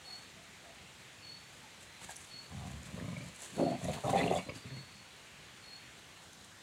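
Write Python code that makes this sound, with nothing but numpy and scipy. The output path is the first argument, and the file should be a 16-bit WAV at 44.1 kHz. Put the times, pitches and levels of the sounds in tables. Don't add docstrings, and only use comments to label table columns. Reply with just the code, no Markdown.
import sys
import numpy as np
from scipy import signal
from scipy.fft import rfft, irfft
from scipy.io import wavfile
from scipy.ndimage import uniform_filter1d

SR = 44100
rng = np.random.default_rng(int(sys.argv[2]) if len(sys.argv) > 2 else 0)


def dump(signal):
    limited = np.clip(np.atleast_2d(signal).T, -1, 1)
    pcm = np.round(limited * 32767).astype(np.int16)
    wavfile.write(sys.argv[1], SR, pcm)


def volts_from_db(level):
    exponent = np.asarray(level, float) / 20
    return 10 ** exponent


N = 292262
STRIKE_DB = -2.5


def evened(x):
    return x / np.sqrt(np.mean(x ** 2) + 1e-20)


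def add(mix, s, sound):
    part = mix[round(s * SR):][:len(sound)]
    part += sound[:len(part)]


def unroll(rows):
    s, *columns = np.transpose(rows)
    t = np.arange(s[0], s[-1], 1 / SR)
    return s[0], [np.interp(t, s, c) for c in columns]


def filtered(x, order, hz, kind):
    return signal.lfilter(*signal.butter(order, hz, kind, fs=SR), x)


def wander(size, hz):
    noise = rng.standard_normal(size + SR // 4)
    return evened(filtered(noise, 2, hz, "low")[SR // 4:])


def resonate(x, hz, width):
    turn = np.exp(2j * np.pi * np.cumsum(hz * np.ones(len(x))) / SR)
    r = np.exp(-np.pi * width / SR)
    return 2 * (turn * signal.lfilter([(1 - r) ** 2], [1, -2 * r, r * r], x / turn)).real


def coloured(x, points):
    hz, db = np.transpose(points)
    f = np.fft.rfftfreq(N, 1 / SR)
    gain = volts_from_db(np.interp(np.log(f + 1), np.log(hz), db))
    return evened(irfft(rfft(x) * gain, N))


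def dogs():
    # t/s, level/dB, jaw opening (0 shut, 1 wide, at times beyond either)
    rumbles = [
        [(2.49, -63, .2), (2.504, -51, 0.43), (2.56, -42, 0), (2.63, -43, 0.32), (2.784, -45.5, 0),
         (2.86, -53.5, 0), (2.88, -44, 0)],
        [(2.88, -48.5, 0.13), (2.894, -51.5, 0.38), (2.946, -43.5, 0.01), (2.982, -43.5, 0.57),
         (3.038, -41, 0.16), (3.1, -40, 0.3), (3.2, -43.5, 0.14), (3.29, -47.5, 0.19), (3.34, -68, 0.7)],
    ]
    snarls = [
        [(3.5, -56, .1), (3.546, -52, -0.65), (3.575, -42.5, 0.57), (3.602, -32.5, 0.75), (3.642, -33, 0.47),
         (3.71, -38.5, 0.7), (3.74, -41.5, 0.65), (3.756, -43.5, 0.68), (3.8, -52, -0.17)],
        [(3.8, -51, 0.197), (3.816, -48.5, 0.69), (3.846, -36.5, 0.43), (3.904, -38.5, 0.63),
         (3.93, -41.5, 0.5), (3.984, -46, 0.65), (4.025, -66, 0.71)],
        [(4.03, -68, 0.21), (4.039, -50, 1), (4.042, -43, 0.99), (4.058, -36, 0.62), (4.08, -38.5, 0.6),
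         (4.1, -36.5, 0.72), (4.125, -36, 0.24)],
        [(4.128, -32.5, 0.89), (4.15, -38, 0.98), (4.175, -37, 0.78), (4.23, -36, 0.72), (4.3, -37.5, 0.59),
         (4.314, -39.5, 1.04), (4.392, -42.5, 0.65), (4.415, -53, 0.24), (4.45, -62, 0.01)],
    ]
    grumbles = [
        [(4.46, -47.5, 0.38), (4.5, -47.5, 0.67), (4.512, -51, 0.72), (4.57, -49.5, 0.011), (4.6, -61, 0.39)],
        [(4.64, -49, 0.47), (4.66, -44, 0.0105), (4.7, -51, 0.27), (4.728, -44.5, 0.206), (4.806, -49, 0.2648),
         (4.84, -65, 0.67)],
    ]
    # chest f/Hz, mouth f/Hz at start and end, lip f/Hz at start and end
    tracts = [(150, 705, 690, 3100, 1700), (181, 526, 582, 1450, 2450), (256, 526, 795, 2097, 2068),
              (180, 645, 660, 1950, 2260), (206.6, 730, 657, 2080, 2060), (209, 687, 677, 1906, 2290),
              (198, 550, 450, 2270, 2160), (161, 570, 556, 2100, 2110)]
    bends = [1.01, 0.395, 1.74, 1, 1.8, 1.12, 1.2, 0.91]
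    lip_rings = [-37, -21, -33, -29, -25, -21, -32, -23]
    pipe_rings = [-8.5, -7, -0.5, -4.5, -8, -4.5, -11, -9]
    # pulse f/Hz, jitter [0-1], noise share [0-1]
    folds = [(72.8, .16, 0.09), (54, .25, 0.27), (82.86, .15, 0.65), (74, 0.1, 0.38), (74, 0, 0.7),
             (95.95, .3, 0.62), (60.1, 0.4, 0.04), (128.8, .12, 0.08)]
    # flutter f/Hz, depth/dB, start [turns]
    flaps = [(24.6, 1.5, 0.096), (26.07, 4.5, 0.4), (42.5, -5.5, 0.12), (37.3, 0, 0.13), (31.5, 8, 0.1),
             (47.16, 8.5, 0.17), (38.9, 17.5, 0.15), (16.8, 14, 0.99)]
    # gape level/dB, nose level/dB, rasp level/dB over the chest at start and end
    rings = [(-3.5, -5, -35, -27), (-2.5, -6.5, -42, -20), (-3.5, -29, -30, -13.5), (5, -16, -15.5, -20),
             (-1, -7.5, -28, -35), (4.5, -17.5, -11.5, -18), (-1, -11, -18, -6), (11, -8, -8, -17)]
    # t/s, peak level/dB, f/Hz, t60/s
    slaps = [(3.597, -20, 653, 0.044), (3.61, -25, 640, 0.05), (3.625, -24.5, 565, 0.071),
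             (3.643, -27.5, 565, 0.058), (3.662, -28, 700, 0.061), (3.715, -32.5, 674, 0.046),
             (3.851, -43, 657, 0.043), (3.883, -32, 581, 0.039), (4.041, -27, 752, 0.045),
             (4.061, -28, 635, 0.064), (4.079, -24.5, 725, 0.05), (4.133, -20, 476, 0.044),
             (4.147, -18.5, 506, 0.05), (4.157, -18, 774, 0.062), (4.207, -30, 781, 0.056),
             (4.239, -26.5, 697, 0.05), (4.262, -31, 700, 0.043), (4.311, -22, 732, 0.043),
             (4.335, -25, 724, 0.042), (4.358, -27, 710, 0.042), (4.373, -35, 715, 0.061)]
    # t/s, peak level/dB, f/Hz, t60/s
    thumps = [
        (2.552, -38, 151, 0.04),
        (2.936, -34, 102.6, 0.043),
        (3.127, -40, 164, 0.036),
        (3.205, -35, 190, 0.04),
        (3.716, -28.5, 220, 0.04),
        (3.843, -32, 134, 0.04),
    ]
    # t/s,
    # length/s, peak level/dB, f/Hz
    squeaks = [(2.992, 0.021, -54, 1900), (3.154, 0.028, -53.5, 2170), (3.571, 0.047, -43.5, 710),
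               (3.96, 0.042, -48.5, 900), (4.146, 0.024, -49, 450), (4.069, .025, -52, 3614),
               (4.087, .016, -55, 2100), (4.093, 0.013, -59, 3620), (4.135, 0.019, -44.5, 2060),
               (4.16, 0.06, -51, 2620), (4.162, 0.048, -46, 1946), (4.165, 0.052, -46.5, 3510),
               (4.166, .035, -49, 4290), (4.197, 0.028, -38.5, 2015), (4.226, 0.025, -39.5, 2570),
               (4.225, 0.025, -53, 1900), (4.272, 0.019, -42, 2770), (4.32, 0.019, -46, 2700),
               (4.344, 0.041, -48, 3450), (4.363, 0.067, -50, 2250), (4.373, 0.036, -51, 2740),
               (4.165, .13, -38.5, 415), (4.05, 0.067, -44, 470), (4.373, 0.048, -52, 1060),
               (4.19, 0.048, -46, 1120)]
    # t/s, length/s, peak level/dB, f/Hz
    hums = [
        (0.034, 0.17, -63.5, 750),
        (0.315, 0.19, -65.5, 684),
        (0.596, 0.17, -61, 695),
        (1.608, 0.087, -63, 867),
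    ]
    mix = np.zeros(N)
    for row in zip(rumbles + snarls + grumbles, tracts, bends, lip_rings, pipe_rings, folds, flaps, rings):
        add(mix, *growl(*row))
    for s, peak_db, *ring in slaps + thumps:
        add(mix, s, thud(peak_db + STRIKE_DB, *ring))
    for row in squeaks:
        add(mix, *squeak(*row))
    for row in hums:
        add(mix, *hum(*row))
    return mix


def growl(rows, tract, bend, lip_db, pipe_db, folds, flaps, rings):
    # multiple of chest Hz, width/Hz, level/dB
    chest_modes = [(.58, 82, -2.5), (1.01, 120, -2), (1.42, 115.3, -6.5)]
    # multiple of mouth Hz, width/Hz, level/dB
    mouth_modes = [(1.023, 120, 0.1)]
    # multiple of mouth Hz, width/Hz, level/dB
    gape_modes = [(.62, 150, 5), (.81, 88, 6), (1.11, 90, 7.5)]
    # f/Hz, width/Hz, level/dB
    nose_modes = [(965, 130, 3.5), (1110, 310, 3), (1240, 36, 6)]
    # multiple of lip Hz, width/Hz, level/dB
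    rasp_modes = [(.8, 350, -5.5), (1.005, 250, 4), (1.27, 316, 3.5), (1.67, 497, -1.5), (2.03, 453, 0.5)]
    edge_db = -13.5
    fold_hz, jitter, noise_share = folds
    flutter_hz, flutter_db, flutter_start = flaps
    gape_db, nose_db, *rasp_ends_db = rings

    s, (chest_db, jaw) = unroll(rows)
    size = len(chest_db)
    mouth_db, rasp_db, chest_hz, mouth_hz, lip_hz = throat(chest_db, jaw, tract, bend, *rasp_ends_db)

    turns = np.cumsum(fold_hz * np.exp(jitter * wander(size, 44.95))) / SR
    hard, bump = snaps(s, size)
    pulses = np.diff(np.floor(turns), prepend=0) * volts_from_db(9 * jitter * wander(size, 60))
    slaps = evened(hard + pulses)
    puffs = evened((0.63 + np.exp(-(turns % 1) / 0.5)) * rng.standard_normal(size))
    flap_turns = flutter_start + np.cumsum(flutter_hz * np.exp(0.023 * wander(size, 5.7))) / SR
    flutter = uniform_filter1d(volts_from_db(-flutter_db * (flap_turns % 1)), size=200) * bump
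    voiced = flutter * (np.sqrt(1 - noise_share) * slaps + np.sqrt(noise_share) * puffs)

    chest = cavity(voiced, chest_hz, chest_modes, 2.05)
    mouth = cavity(voiced, mouth_hz, mouth_modes, 1.3)
    mouth = mouth + volts_from_db(gape_db) * cavity(voiced, mouth_hz, gape_modes, 4.6)
    mouth = mouth + volts_from_db(edge_db) * evened(filtered(voiced, 2, [300, 1250], "band"))
    mouth = evened(mouth) + volts_from_db(nose_db) * cavity(voiced, 1, nose_modes, 2.4)
    rasp = cavity(flutter * (.45 * slaps + puffs), lip_hz, rasp_modes, 4.5)
    lips = evened(resonate(voiced, lip_hz, 116))
    pipe = evened(resonate(voiced, 1.052 * chest_hz, 38.0))
    sound = chest + volts_from_db(mouth_db) * mouth + volts_from_db(rasp_db) * rasp + volts_from_db(lip_db) * lips + volts_from_db(pipe_db) * pipe
    sound = filtered(sound, 2, 62, "high")
    return s, volts_from_db(chest_db) * sound * signal.windows.tukey(size, .05)


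def throat(effort_db, jaw, tract, bend, rasp_from_db, rasp_to_db):
    shut_db, open_db = -21, 29
    chest_sag, rasp_lag = 0.012, 0.42
    rasp_build_s = 0.033
    chest_hz, mouth_from, mouth_to, lip_from, lip_to = tract
    size = len(jaw)
    slack = effort_db.max() - effort_db
    along = np.linspace(0, 1, size) ** bend
    late_db = 20 * np.maximum(1 - np.arange(size) / SR / rasp_build_s, 0)
    mouth_db = shut_db + open_db * jaw
    rasp_db = rasp_from_db + (rasp_to_db - rasp_from_db) * along + rasp_lag * slack - late_db
    mouth_hz = mouth_from + (mouth_to - mouth_from) * along
    lip_hz = lip_from + (lip_to - lip_from) * along
    return mouth_db, rasp_db, chest_hz * np.exp(-chest_sag * slack), mouth_hz, lip_hz


def snaps(s, size):
    # t/s, boost level/dB; above 0 a slap and a bump, below 0 only a short dip
    hard_flaps = [(2.551, -6), (2.62, 2), (2.715, -3), (2.937, 2), (2.975, 0), (3.009, 8), (3.041, 9),
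                  (3.084, 7.5), (3.127, 13), (3.165, 15), (3.206, 16), (3.245, 10), (3.28, 3),
                  (3.597, -0.5), (3.716, 3), (3.85, 3.5), (3.884, 7), (4.042, 7.5), (4.134, -0.5),
                  (4.311, 2), (4.335, 5.5), (4.36, 7.5)]
    hits = np.zeros(N)
    for at, boost_db in hard_flaps:
        hits[round(at * SR)] = volts_from_db(boost_db) - 1
    hits = hits[round(s * SR):][:size]
    decay = np.exp(-1 / (0.016 * SR))
    return hits > 0, 1 + signal.lfilter([1], [1, -decay], hits)


def cavity(x, hz, modes, restless):
    rings = 0
    for k, (multiple, width, db) in enumerate(modes):
        drift = 1 + restless / 150 * wander(len(x), 7.0)
        swell_db = restless * wander(len(x), 10.0)
        rings = rings + (-1) ** k * volts_from_db(db + swell_db) * resonate(x, multiple * hz * drift, width)
    held = uniform_filter1d(uniform_filter1d(rings ** 2, size=2200), size=2200)
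    return rings / np.sqrt(held + 1e-20)


def squeak(s, length, peak_db, hz):
    size = round(length * SR)
    t = np.arange(size) / SR
    ruffle = 1 + 0.29 * np.cos(2 * np.pi * 130 * t)
    breath = evened(resonate(rng.standard_normal(SR // 4)[:size], hz, 380))
    tone = np.sin(2 * np.pi * hz * t) + breath
    return s, volts_from_db(peak_db) * evened(tone * ruffle) * signal.windows.tukey(size, .7)


def hum(s, length, peak_db, hz):
    size = round(length * SR)
    tone = evened(resonate(rng.standard_normal(SR)[:size], hz, 87))
    return s, volts_from_db(peak_db) * tone * signal.windows.tukey(size, .8)


def paws():
    # t/s, peak level/dB, f/Hz
    stones = [(1.8078, -48, 7920), (2.046, -43, 7330), (2.119, -41, 6900), (2.159, -37, 6340),
              (2.1644, -39, 9500), (2.166, -37, 6140), (2.7152, -46, 7180), (2.831, -43, 6980),
              (3.362, -41.5, 7750), (3.4196, -37, 7420), (3.4554, -46, 7300), (3.5678, -41, 7700),
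              (3.8435, -35, 6800), (3.916, -39, 7430), (4.104, -34, 7400), (4.325, -38, 6700),
              (4.351, -35.5, 7450), (4.562, -45, 5600), (6.331, -43, 6230), (6.4453, -43.5, 8400)]
    # t/s, peak level/dB, f/Hz, t60/s
    landings = [
        (2.019, -50, 129, 0.047),
        (2.052, -43.5, 150, 0.033),
        (2.091, -45.5, 130, 0.03),
        (2.34, -48, 139, 0.04653),
        (4.464, -39.5, 275, 0.042),
        (4.494, -41, 132, 0.066),
    ]
    # t/s, peak level/dB, f/Hz, t60/s
    knocks = [(2.013, -47, 885, 0.035), (2.087, -48, 930, .04), (2.092, -37.5, 820, 0.026),
              (2.123, -50, 4500, .04), (2.093, -45, 1660, 0.037), (2.093, -47, 2720, .02),
              (1.7, -53, 2300, 0.013), (2.4, -53, 1600, 0.018), (2.044, -46, 3300, .015),
              (2.105, -45, 740, 0.04), (4.493, -31, 2260, 0.023), (4.495, -36.5, 2700, 0.027),
              (4.494, -42, 1120, 0.042), (4.494, -48, 4865, 0.0455)]
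    # t/s, peak level/dB, f/Hz, t60/s
    pebble_ticks = [(1.8086, -51, 8240, 0.012), (2.0246, -52, 8290, 0.012), (2.0381, -45, 8160, 0.012),
                    (2.0899, -46, 8340, 0.012), (2.1648, -44, 9680, 0.011), (2.8303, -48, 8260, 0.012),
                    (3.3611, -45, 8030, 0.012), (3.4204, -43, 8360, 0.012), (3.4543, -45, 9300, 0.012),
                    (3.5641, -49, 8080, 0.012), (3.8432, -34, 10000, 0.01), (4.042, -48, 8300, 0.013),
                    (4.105, -37, 9080, 0.012), (4.1298, -45, 8260, 0.012), (4.3443, -43, 8140, 0.012),
                    (4.5603, -51, 8430, 0.012)]
    mix = gravel()
    for s, *stone in stones:
        add(mix, s - .01, clack(*stone))
    for s, *blow in landings + knocks:
        add(mix, s, thud(*blow))
    for s, peak_db, *ring in pebble_ticks:
        add(mix, s, thud(peak_db + STRIKE_DB, *ring))
    return mix


def gravel():
    # f/Hz, level/dB
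    grit_colour = [(3500, -30), (4400, -8), (5400, -12), (6200, -3), (7500, 0.1), (10000, -7), (12000, -17),
                   (15800, -33)]
    # f/Hz, level/dB per Hz
    body_colour = [(900, -2), (1300, -3), (2000, -2.5), (3000, -3.5), (4000, -2.5), (5200, -14.5),
                   (10000, -17), (14500, -26)]
    grit_gain, body_gain = pushes()
    sizes = volts_from_db(1.8 * np.minimum(rng.exponential(1, N), 4))
    grains = sizes * (rng.random(N) < 7000 / SR) * rng.standard_normal(N)
    pebbles = np.zeros(N)
    for hz in np.geomspace(6000, 11000, num=7):
        ticks = rng.standard_normal(N) * (rng.random(N) < 45 / SR)
        band = signal.butter(2, [hz - 150, hz + 150], "band", fs=SR, output="sos")
        pebbles += signal.sosfilt(band, ticks)
    grit = coloured(grains, grit_colour) + 0.29 * evened(pebbles)
    body = coloured(grains[::-1], body_colour)
    clumps = volts_from_db(2.37 * wander(N, 27))
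    return clumps * (grit_gain * grit + body_gain * body)


def pushes():
    # t/s of hardest push, grit level/dB, time to fade 20 dB/s, body level/dB over the grit
    scuffs = [(.075, -65, .1, 3), (.12, -64, .2, 4), (.17, -65, .15, 3), (1.25, -72, 0.02, -3.5),
              (1.55, -69, 0.35, 1.5), (1.83, -56.5, .05, 1.5), (2.02, -58, .03, 4), (2.034, -55, .04, 1.5),
              (2.046, -52, .02, 0.5), (2.1, -55, .04, 1.5), (2.112, -51.5, 0.0453, -0.5),
              (2.166, -48.5, 0.0081, -17), (2.215, -58, .17, -4), (2.46, -67, 0.3, 6),
              (2.6, -63.5, 0.46, 2.5), (2.86, -57.5, 0.0362, -1.5), (2.97, -65.5, 0.32, 8),
              (3.25, -61.5, .5, 1), (3.44, -53, .15, -2.5), (3.57, -59.5, 0.46, 4.5),
              (3.85, -53.5, 0.08, -9), (3.93, -57.5, 0.2443, 6.5), (4.06, -54.5, 0.08, -4.5),
              (4.1, -51.5, 0.0839, 6.5), (4.19, -52, 0.2251, 3.5), (4.35, -53.5, 0.11, -0.5),
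              (4.56, -59.5, 0.08, 4), (6.24, -63, .05, -6)]
    bed_db, bed_body_db = -73.5, -68
    push_share = 0.7
    t = np.arange(0, N / SR + .01, .002)
    s, peak_db, fade, body_db = np.transpose(scuffs)[:, :, None]
    away = np.where(t < s, (s - t) / push_share, t - s)
    level_db = peak_db - 20 * away / fade
    grit = np.sqrt(volts_from_db(2 * bed_db) + volts_from_db(2 * level_db).sum(0))
    body = np.sqrt(volts_from_db(2 * bed_body_db) + volts_from_db(2 * (level_db + body_db)).sum(0))
    return [np.interp(np.arange(N) / SR, t, gain) for gain in (grit, body)]


def clack(peak_db, hz):
    build_s, slip_s = .0028, .0018
    t = np.arange(2600) / SR - .01
    noise = rng.standard_normal(2600)
    burst = evened(filtered(noise, 3, [5700, 10500], "band"))
    ring = evened(resonate(noise, hz, 600))
    shape = np.where(t < .002, np.exp((t - .002) / build_s), np.exp(-(t - .002) / slip_s))
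    return volts_from_db(peak_db - 12.5) * (burst + 1.16 * ring) * shape


def thud(peak_db, hz, t60):
    t = np.arange(2800) / SR
    crunch = evened(resonate(rng.standard_normal(len(t)), hz, 0.21 * hz))
    knock = np.sin(2 * np.pi * hz * t) + 0.48 * crunch
    return 1.09 * volts_from_db(peak_db - 60 * t / t60) * knock * np.minimum(t / 0.0014, 1)


def yard(x):
    t = np.arange(SR // 4) / SR
    echoes = rng.standard_normal(len(t)) * (rng.random(len(t)) < .05)
    scatter = echoes * (t > .008) * volts_from_db(-60 * t / 0.22)
    return x + volts_from_db(-10.0) * signal.fftconvolve(x, scatter / np.linalg.norm(scatter))[:N]


def crickets():
    # t/s, length/s, peak level/dB, wing f/Hz
    chirps = [(0.056, 0.13, -48.5, 4364), (1.234, 0.15, -51.5, 4400), (2.306, 0.13, -50.5, 4390),
              (3.553, 0.2, -56.5, 4370), (4.688, 0.17, -56, 4370), (4.87, 0.21, -65, 4390),
              (3.883, 0.148, -63, 4330), (5.628, 0.021, -55, 4320), (5.668, 0.12, -52.5, 4330),
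              (1.869, 0.16, -65, 4080), (2.878, 0.16, -79, 4008), (4.412, 0.081, -59, 4110),
              (4.598, 0.049, -61, 4640)]
    mix = np.zeros(N)
    for row in chirps:
        add(mix, *cricket(*row))
    return mix


def cricket(s, length, peak_db, hz):
    swell_db, swell_share = -7, 0.39
    linger_db, linger_s = -11.5, 0.115
    dip_hz, lift_hz = -30.5, 45.6
    blur_share, far_db = .12, -56
    s, (level_db,) = unroll([(s - .02, peak_db + 2 * swell_db),
                             (s, peak_db + swell_db),
                             (s + swell_share * length, peak_db),
                             (s + 0.74 * length, peak_db),
                             (s + 1.14 * length, peak_db + linger_db),
                             (s + 1.24 * length + linger_s, peak_db + linger_db - 13)])
    size = len(level_db)
    strokes = 1 + 0.33 * np.cos(2 * np.pi * (40 * np.arange(size) / SR + rng.random()))
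    glide = np.interp(np.arange(size) / size, [0, .25, .55], [25, dip_hz, lift_hz])
    pitch = hz + glide + 9 * wander(size, 14)
    waver = volts_from_db(wander(size, 21))
    tone = evened(strokes * np.sin(2 * np.pi * np.cumsum(pitch) / SR) * waver)
    blur = evened(resonate(rng.standard_normal(size), hz, 140))
    chirp = evened(tone + blur_share * (1 + volts_from_db(far_db - peak_db)) * blur)
    return s, volts_from_db(level_db) * chirp * signal.windows.tukey(size, .15)


def wash():
    # f/Hz, level/dB per Hz
    far_colour = [(30, -7.5), (130, 0.5), (361, -8.5), (1300, -9.5), (2140, -6), (4100, -10.5), (5200, -16),
                  (7000, -14.5), (8500, -18), (11000, -26.5), (15700, -34)]
    wash_db = -55.5
    lull_s, lull_hz, lull_db = 6.16, 2420, -5
    hz, t, z = signal.stft(coloured(rng.standard_normal(N), far_colour), SR, nperseg=1024, noverlap=768)
    patches = uniform_filter1d(rng.standard_normal(z.shape), 14, 0)
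    patches = evened(uniform_filter1d(patches, 16, 1))
    lull_band = np.exp(-(np.log((hz[:, None] + 1) / lull_hz) / 0.27) ** 2)
    lull = lull_band * np.clip((t - lull_s) / .1, 0, 1)
    z = z * volts_from_db(0.97 * patches + lull_db * lull)
    patchy = signal.istft(z, SR, nperseg=1024, noverlap=768)[1][:N]
    return volts_from_db(wash_db + 0.11 * wander(N, 13.0)) * evened(patchy)


def scene():
    near = dogs() + paws()
    return np.tile(yard(near) + crickets() + wash(), (2, 1))


def top_cut(x):
    return signal.sosfilt(signal.butter(12, 15830, fs=SR, output="sos"), x)


def record(dry):
    bass_cut = signal.butter(4, 58, "high", fs=SR, output="sos")
    mix = signal.sosfilt(bass_cut, dry)
    return top_cut(mix)


dry = scene()
out = record(dry)
dump(out)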